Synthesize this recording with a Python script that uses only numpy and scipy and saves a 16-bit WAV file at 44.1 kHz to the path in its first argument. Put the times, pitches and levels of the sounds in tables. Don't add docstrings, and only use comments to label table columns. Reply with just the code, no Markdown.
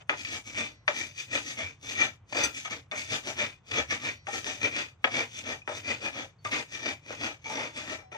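import sys
import numpy as np
from scipy import signal
from scipy.fft import rfft, irfft, next_fast_len
from scipy.io import wavfile
from scipy.ndimage import uniform_filter1d

SR = 44100
rng = np.random.default_rng(int(sys.argv[2]) if len(sys.argv) > 2 else 0)


def to_wav(s):
    ch = np.atleast_2d(s).T
    pcm = np.round(np.clip(ch, -1, 1) * 32767)
    wavfile.write(sys.argv[1], SR, pcm.astype(np.int16))


def convert_level_to_amplitude(level_db):
    exponent = np.asarray(level_db, float) / 20
    return 10 ** exponent


N = 360297


def evened(x):
    return x / np.sqrt(np.mean(np.atleast_2d(x).mean(0) ** 2) + 1e-20)


def read(points, hz):
    f, value = np.transpose(points)
    return np.interp(np.log(hz + 1), np.log(f + 1), value)


def colour(x, points, lo_hz=0, hi_hz=3e4):
    size = next_fast_len(N + 4096)
    hz = np.fft.rfftfreq(size, 1 / SR) + 1
    edges = np.sqrt(1 / (1 + (lo_hz / hz) ** 6) / (1 + (hz / hi_hz) ** 6))
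    return irfft(rfft(x, size) * convert_level_to_amplitude(read(points, hz)) * edges, size)[..., :N]


def ring(x, hz, width):
    r = np.exp(-np.pi * width / SR)
    return signal.lfilter([1 - r * r, 0, r * r - 1], [2, -4 * r * np.cos(2 * np.pi * hz / SR), 2 * r * r], x)


def drift(rate):
    knots = np.arange(int(N / SR * rate) + 2) / rate
    return np.interp(np.arange(N) / SR, knots, rng.standard_normal(len(knots)))


def struck(hits, modes):
    t = np.arange(16000) / SR
    out = np.zeros(N)
    for at, hit_db in hits:
        decay = 0
        for hz, db, t60 in modes:
            envelope = convert_level_to_amplitude(hit_db + db + rng.standard_normal() - 60 * t / t60)
            onset = np.minimum(t * hz / 3, 1)
            decay = decay + envelope * onset * np.sin(2 * np.pi * hz * t)
        part = out[round(at * SR):][:len(t)]
        part += decay[:len(part)]
    return out


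# peak [t/s], rubbing [level/dB], rise [t/s], fall [t/s],
# low body re rubbing [level/dB]
CRUSHING_STROKES = [(0.584, -34.5, 0.061, 0.12, -8), (1.353, -29, 0.059, 0.059, -13.5),
                    (1.593, -36.5, 0.04, 0.12, -8), (2.014, -28.5, 0.082, 0.091, -10.5),
                    (2.709, -35.5, 0.016, 0.087, -8), (3.399, -31, 0.052, 0.11, -8),
                    (3.768, -29, 0.071, 0.08, -6.5), (3.913, -29.5, 0.031, 0.074, -16.5),
                    (4.057, -32.5, 0.067, 0.087, -10), (4.647, -29, 0.044, 0.044, -10),
                    (4.783, -33.5, 0.11, 0.097, -10.5), (5.18, -30, 0.1, 0.081, -5),
                    (5.499, -37.5, 0.1, 0.085, -3.5), (5.9, -33.5, 0.083, 0.081, -6.5),
                    (6.057, -36, 0.07, 0.052, -1.5), (6.181, -39.5, 0.089, 0.098, -1.5),
                    (6.525, -29, 0.02, 0.1, -9.5), (6.748, -36.5, 0.057, 0.033, -24),
                    (6.886, -38, 0.18, 0.078, -6.5), (7.128, -43.5, 0.099, 0.03, -2),
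                    (7.244, -35, 0.088, 0.095, -2.5), (7.608, -38.5, 0.15, 0.12, 2),
                    (7.778, -38, 0.049, 0.082, -9.5), (7.917, -39, 0.13, 0.069, -3.5)]
DRAWING_STROKES = [(0, -92.5, 0.02, 0.05, -3), (0.208, -44, 0.082, 0.02, -22.5),
                   (0.262, -47.5, 0.023, 0.027, -27), (0.348, -38.5, 0.12, 0.06, -9.5),
                   (0.476, -47.5, 0.043, 0.068, -6.5), (0.972, -37.5, 0.067, 0.13, -12.5),
                   (1.197, -40.5, 0.054, 0.065, -51), (1.51, -42, 0.18, 0.045, -16.5),
                   (1.831, -58, 0.02, 0.14, 3), (1.901, -40, 0.068, 0.067, -11.5),
                   (2.3, -66.5, 0.02, 0.033, -1), (2.382, -33.5, 0.064, 0.13, 0),
                   (2.44, -34.5, 0.032, 0.046, -9), (2.563, -45, 0.043, 0.099, -26),
                   (2.981, -41, 0.048, 0.12, -15), (3.13, -31, 0.062, 0.073, -8.5),
                   (3.278, -37.5, 0.061, 0.065, -2.5), (3.683, -63.5, 0.029, 0.035, -10),
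                   (4.349, -37, 0.067, 0.083, -9.5), (4.472, -36.5, 0.044, 0.13, -6),
                   (5.391, -43.5, 0.11, 0.02, -19), (5.778, -43, 0.091, 0.02, -10),
                   (6.598, -44, 0.12, 0.019, 1), (7.506, -45.5, 0.056, 0.11, 7)]
# start [t/s], rubbing [level/dB], fall [t/s],
SKIDS = [(0.094, -35.5, 0.08, 5, -22), (0.879, -30, 0.048, 0, -12), (2.649, -34.5, 0.034, -4.5, -13),
         (2.916, -45.5, 0.069, 8.5, -12), (4.269, -49, 0.12, 7.5, -7), (5.0441, -32, 0.042, 6, -21),
         (5.677, -46.5, 0.13, 9.5, -11), (6.448, -44, 0.052, 9, -2.5), (7.445, -46.5, 0.18, -5, -15),
         (7.983, -59.5, 0.08, 8, -15.5), (8.117, -51, 0.2, 3.5, -14)]


def strokes():
    t = np.arange(0, N + 32, 32) / SR
    skid_rise_s, body_lag_s = 0.0038, 0.0033
    swell_at_rise_db, swell_curve = -22.5, 1.316
    skids = [(s, db, skid_rise_s, fall, body_db) for s, db, fall, body_db, _ in SKIDS]
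    skid_fine_db = np.array(SKIDS)[:, 4:]
    # rows, fine grit [dB re rubbing], push on the counter [dB re rubbing]
    kinds = (CRUSHING_STROKES, -9.5, -12), (DRAWING_STROKES, -3, -11.5), (skids, skid_fine_db, -34)
    power = 0
    for rows, fine_db, push_db in kinds:
        s, db, rise, fall, body_db = np.transpose(rows)[..., None]

        def swell_db(u):
            return swell_at_rise_db * (abs(u) / np.where(u < 0, rise, fall)) ** swell_curve

        scrape_swell_db = swell_db(t - s)
        body_swell_db = swell_db(t - s - body_lag_s)
        extra_db = db + 33
        layers_db = [
            push_db - 0.26 * extra_db + 0.15 * (body_db + 12.5) + 0.84 * body_swell_db,
            body_db + 1.31 * body_swell_db,
            scrape_swell_db,
            fine_db - 0.42 * extra_db + 0.87 * scrape_swell_db]
        power = power + (convert_level_to_amplitude(np.maximum(db + np.array(layers_db), -200)) ** 2).sum(1)
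    return [np.interp(np.arange(N) / SR, t, p) for p in power]


def grit(per_s=2500, spread_db=4.5, smooth=0.72):
    sizes = convert_level_to_amplitude(spread_db * np.minimum(rng.exponential(1, N), 4))
    clicks = rng.standard_normal(N) * (rng.random(N) < per_s / SR) * sizes
    return evened(clicks) + smooth * rng.standard_normal(N)


# centre [f/Hz], width [f/Hz], over the broad colour [level/dB]
STONE_MODES = [(291, 32.7, 3.5), (467, 26.7, 8), (592, 28.5, 5), (694, 28, -1), (891, 20, -4.5),
               (1182, 22, 6), (1340, 38.5, 2.5), (1727, 48, 3), (1869, 23.3, 7), (2066, 44, 2),
               (2156, 60, 3), (2348, 126, 8.5), (2451, 130, 3), (2400, 44, -4), (2710, 210, -13),
               (3370, 66, 8.5), (3520, 170, 4), (4670, 166, 4.5), (5860, 157, 1.5), (6213, 94, 6),
               (8100, 820, 2)]


def stone(drive, wander_db=4.0):
    modes = 0
    for k, (hz, width, db) in enumerate(STONE_MODES):
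        wandering = drive * convert_level_to_amplitude(wander_db * drift(9.))
        modes = modes + (-1) ** k * convert_level_to_amplitude(db) * ring(wandering, hz, max(width, 45 + 0.015 * hz))
    return 0.38 * drive + modes


# [t/s], peak [level/dB], low thud re peak [level/dB]
PASTE_CATCHES = [(0.249, -22, -31), (1.1603, -55, -28), (1.5698, -33, -10), (2.3256, -25.5, 2.5),
                 (2.3543, -32, 14), (3.7123, -19, -29), (3.906, -15.5, -32), (4.279, -38, 8),
                 (4.4443, -28.5, -28), (4.6144, -35, 1), (4.6439, -19, -4.5), (5.1412, -24.5, 1.5),
                 (5.6942, -29.5, 9.5), (6.5204, -30.5, -23), (6.859, -21.5, -1.5), (7.1053, -33, 7),
                 (8.1534, -46, -4)]
# [f/Hz], per Hz [level/dB]
STONE_COLOUR = [(150, -16.5), (230, 0), (400, -12), (700, -10.5), (1100, -14), (1600, -6.5), (2400, 0.5),
                (3100, -4.5), (4300, -11), (5300, -11), (6200, -7), (7000, -13.5), (9000, -24),
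                (15500, -34.5)]


def pestle(push, body, scrape, fine):
    t, catch_t60_s = np.arange(6000) / SR, 0.028
    for at, db, thud_db in PASTE_CATCHES:
        start = round(at * SR)
        burst = np.zeros(N)
        burst[start:][:6000] = convert_level_to_amplitude(db - 6 - 60 * t[:N - start] / catch_t60_s) ** 2
        body = body + burst * convert_level_to_amplitude(thud_db) ** 2
        scrape = scrape + burst
        fine = fine + 0.032 * burst
    grains = np.array([grit(), grit()])
    bands = (push, 170, 430), (body, 430, 1100), (scrape, 1100, 4000), (fine, 4000, 3e4)  # power, f/Hz
    face, rim = sum(np.sqrt(power) * evened(colour(grains, STONE_COLOUR, lo_hz, hi_hz))
                    for power, lo_hz, hi_hz in bands)
    return convert_level_to_amplitude(-8.5) * stone(face), convert_level_to_amplitude(-8.5) * rim


# [t/s], peak [level/dB], pitch of the crack [f/Hz],
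# rattle re crack [level/dB], rattle centre [f/Hz]
STONE_KNOCKS = [
    (0.095, -7, 1950, -7.5, 2220),
    (0.88, -5, 1980, -11, 2260),
    (2.914, -22.5, 2800, -13, 2600),
    (4.27, -22.5, 2000, -7, 735),
    (5.0437, -3, 2130, -10, 1890),
    (5.677, -18, 1980, 6, 646),
    (6.451, -21, 2120, 8.5, 666),
    (8.118, -35, 2050, 2.5, 748),
]


def knocks():
    out = np.zeros(N)
    t = np.arange(-60, 2000) / SR
    for at, db, hz, rattle_db, rattle_hz in STONE_KNOCKS:
        crack = -np.cos(2 * np.pi * hz * t + 0.89) * np.exp(-(t * hz / 0.61) ** 2)
        rattle = (t > 0) * convert_level_to_amplitude(rattle_db - 60 * t / 0.013) * rng.standard_normal(len(t))
        band = signal.butter(3, [rattle_hz * .45, rattle_hz * 1.9], "band", fs=SR, output="sos")
        out[round(at * SR) - 60:][:len(t)] += convert_level_to_amplitude(db) * (crack + signal.sosfilt(band, rattle))
    return out


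# [f/Hz], [level/dB], [t60/s]
BOWL_MODES = [(700, -9, .2), (1981, 0, .6), (2353, -6, .4), (2536, -12, .4), (3144, -12, .35),
              (4032, -5, .5), (4525, -7, .5), (5389, -9, .5), (5787, -7, .45), (6158, -10, .45)]
# [t/s], [level/dB]
BOWL_JOLTS = [
    (.66, -56),
    (4.11, -54),
    (7.96, -61),
]


def bowls(drive):
    singing = sum(convert_level_to_amplitude(db) * ring(drive, hz, 1.23 / t60) * np.sqrt(t60) for hz, db, t60 in BOWL_MODES)
    return convert_level_to_amplitude(-21) * singing + struck(BOWL_JOLTS, BOWL_MODES)


# [f/Hz], [level/dB], [t60/s]
BRACELET_MODES = [(1391, -22, 0.2), (4834, -12, .06), (6062, -2, 0.07), (6170, -5, 0.07), (7068, -20, .05),
                  (7790, -14, .06), (9249, -20, 0.054), (10131, -25, 0.04), (10729, -23, .04),
                  (11859, -25, 0.04), (12328, -30, .03), (13383, -27, 0.04), (14998, -31, .04)]
# [t/s], [level/dB]
BRACELET_TAPS = [
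    (2.432, -38.5),
    (2.437, -21.5),
    (2.447, -23.5),
    (2.457, -58.5),
    (2.472, -68),
]


def bracelet():
    return struck(BRACELET_TAPS, BRACELET_MODES)


# [t/s], [level/dB], [f/Hz], [t60/s]
LONE_NOTES = [(0.333, -32, 91, 0.13), (1.621, -33, 91, 0.23), (2.43, -37, 70, 0.22), (3.78, -39, 75, 0.34),
              (6.299, -54, 121, 0.18), (6.446, -34.5, 106, 0.18), (4.281, -25, 806, 0.04),
              (4.345, -32.5, 750, 0.058), (5.618, -41.5, 2480, 0.077), (5.653, -55, 2510, 0.055),
              (6.386, -66.5, 4470, 0.23), (7.5, -28, 877, 0.074), (7.58, -32, 865, 0.1),
              (8.03, -53, 749, 0.58), (8.118, -46, 724, 0.12), (8.148, -39, 880, 0.13),
              (7.455, -41, 896, 0.56), (2.473, -41, 1370, 0.13), (2.914, -34, 3520, 0.026),
              (5.043, -19.5, 3300, 0.034)]


def lone_notes():
    return sum(struck([(at, db)], [(hz, 0, t60)]) for at, db, hz, t60 in LONE_NOTES)


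# [f/Hz], per Hz [level/dB]
COUNTER_COLOUR = [(40, -26), (58, 0), (70, -21.5), (85, 6), (104, 5), (130, 3.5), (170, -5.5), (230, -48)]


def counter(push):
    power = convert_level_to_amplitude(-58.5) ** 2 + convert_level_to_amplitude(-6) ** 2 * uniform_filter1d(push, 2500)
    return evened(colour(rng.standard_normal(N), COUNTER_COLOUR)) * np.sqrt(power)


# [f/Hz], [t60/s]
KITCHEN_DECAY = [(150, 0.059), (600, 0.11), (2000, 0.037), (6000, 0.032), (15000, 0.29)]
# [f/Hz], [level/dB]
KITCHEN_SHARE = [(100, -26), (190, -16), (300, -3), (1000, 2), (4000, 3), (12000, -2)]


def kitchen(x):
    taps = np.zeros((6, 12000))
    at = np.arange(60, 11980, 20) + rng.integers(0, 20, (6, 596))
    np.put_along_axis(taps, at, rng.choice([-1., 1.], at.shape), 1)
    hz, t, z = signal.stft(taps, SR, nperseg=256)
    fade = convert_level_to_amplitude(-60 * t / read(KITCHEN_DECAY, hz)[:, None])
    fade *= convert_level_to_amplitude(read(KITCHEN_SHARE, hz))[:, None] / np.sqrt((fade ** 2).sum(1, keepdims=True))
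    tail = signal.istft(z * fade, SR, nperseg=256)[1] / np.sqrt(128 / 20)
    tail[:, :60] = 0
    spots_per_s = 1.7
    phase = spots_per_s * np.arange(N) / SR + np.arange(3)[:, None] * 2 / 3
    share = np.sqrt(2 / 3) * np.cos(np.pi * phase)
    return signal.oaconvolve((share * x)[:, None], tail.reshape(3, 2, -1), axes=2)[..., :N].sum(0)


# [f/Hz], [level/dB]
LEFT_RIGHT_TILT = [(60, -4.5), (130, 5), (290, -1), (640, 4.5), (1410, 2.5), (3100, 3.5), (6820, 3),
                   (15000, -4)]


def microphones(near, rim):
    lag = 8
    direct = np.array([near + rim, np.roll(near, lag) + np.roll(rim, lag + 1)])
    wet = direct + kitchen(near + convert_level_to_amplitude(1.5) * np.roll(rim, 900))
    tilt = np.array(LEFT_RIGHT_TILT) * [1, .5]
    return np.array([colour(wet[0], tilt), colour(wet[1], tilt * [1, -1])])


# [f/Hz], per Hz [level/dB]
HUSH_COLOUR = [(24, -41), (40, -2), (179, 4.5), (273, -2.5), (1050, -4.5), (3560, -18.5), (4130, -30),
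               (4460, -28), (4800, -54.5), (15500, -71)]


def hush():
    a, b = rng.standard_normal((2, N))
    return convert_level_to_amplitude(-68.5) * evened(colour(np.array([a + .5 * b, a - .5 * b]), HUSH_COLOUR))


def thinned(x, keep=1.43, faint_db=-110, makeup_db=4):
    window = np.sin(np.pi * (np.arange(2048) + .5) / 2048)
    hz, _, z = signal.stft(x, SR, window, 2048, 1024)
    local = np.sqrt(abs(uniform_filter1d(abs(z) ** 2, size=40, axis=1)))
    luck = rng.random((43, z.shape[2] // 2 + 1))
    luck = np.repeat(luck, 24, 0).repeat(2, 1)[:1025, :z.shape[2]]
    kept = (abs(z) > keep * local) & (local > convert_level_to_amplitude(faint_db)) & (luck > .27)
    treble = z * (hz > 8000)[:, None]
    lines = treble * kept * convert_level_to_amplitude(makeup_db * hz[:, None] / 9000)
    full, thin = (signal.istft(part, SR, window, 2048, 1024)[1][:, :N] for part in (treble, lines))
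    full_power, thin_power = (abs(uniform_filter1d(v ** 2, size=256, axis=1)) + 1e-16 for v in (full, thin))
    return x - full + thin * np.minimum(np.sqrt(5 * full_power / thin_power), 1)


def scene():
    push, body, scrape, fine = strokes()
    rubbing, rim = pestle(push, body, scrape, fine)
    near = rubbing + knocks()
    near = near + bowls(near) + bracelet() + lone_notes()
    return microphones(near, rim) + counter(push) + hush()


def low_pass(x):
    return signal.sosfilt(signal.butter(12, 15600, fs=SR, output="sos"), x)


def record(dry):
    mix = thinned(dry)
    return low_pass(mix)


dry = scene()
out = record(dry)
to_wav(out)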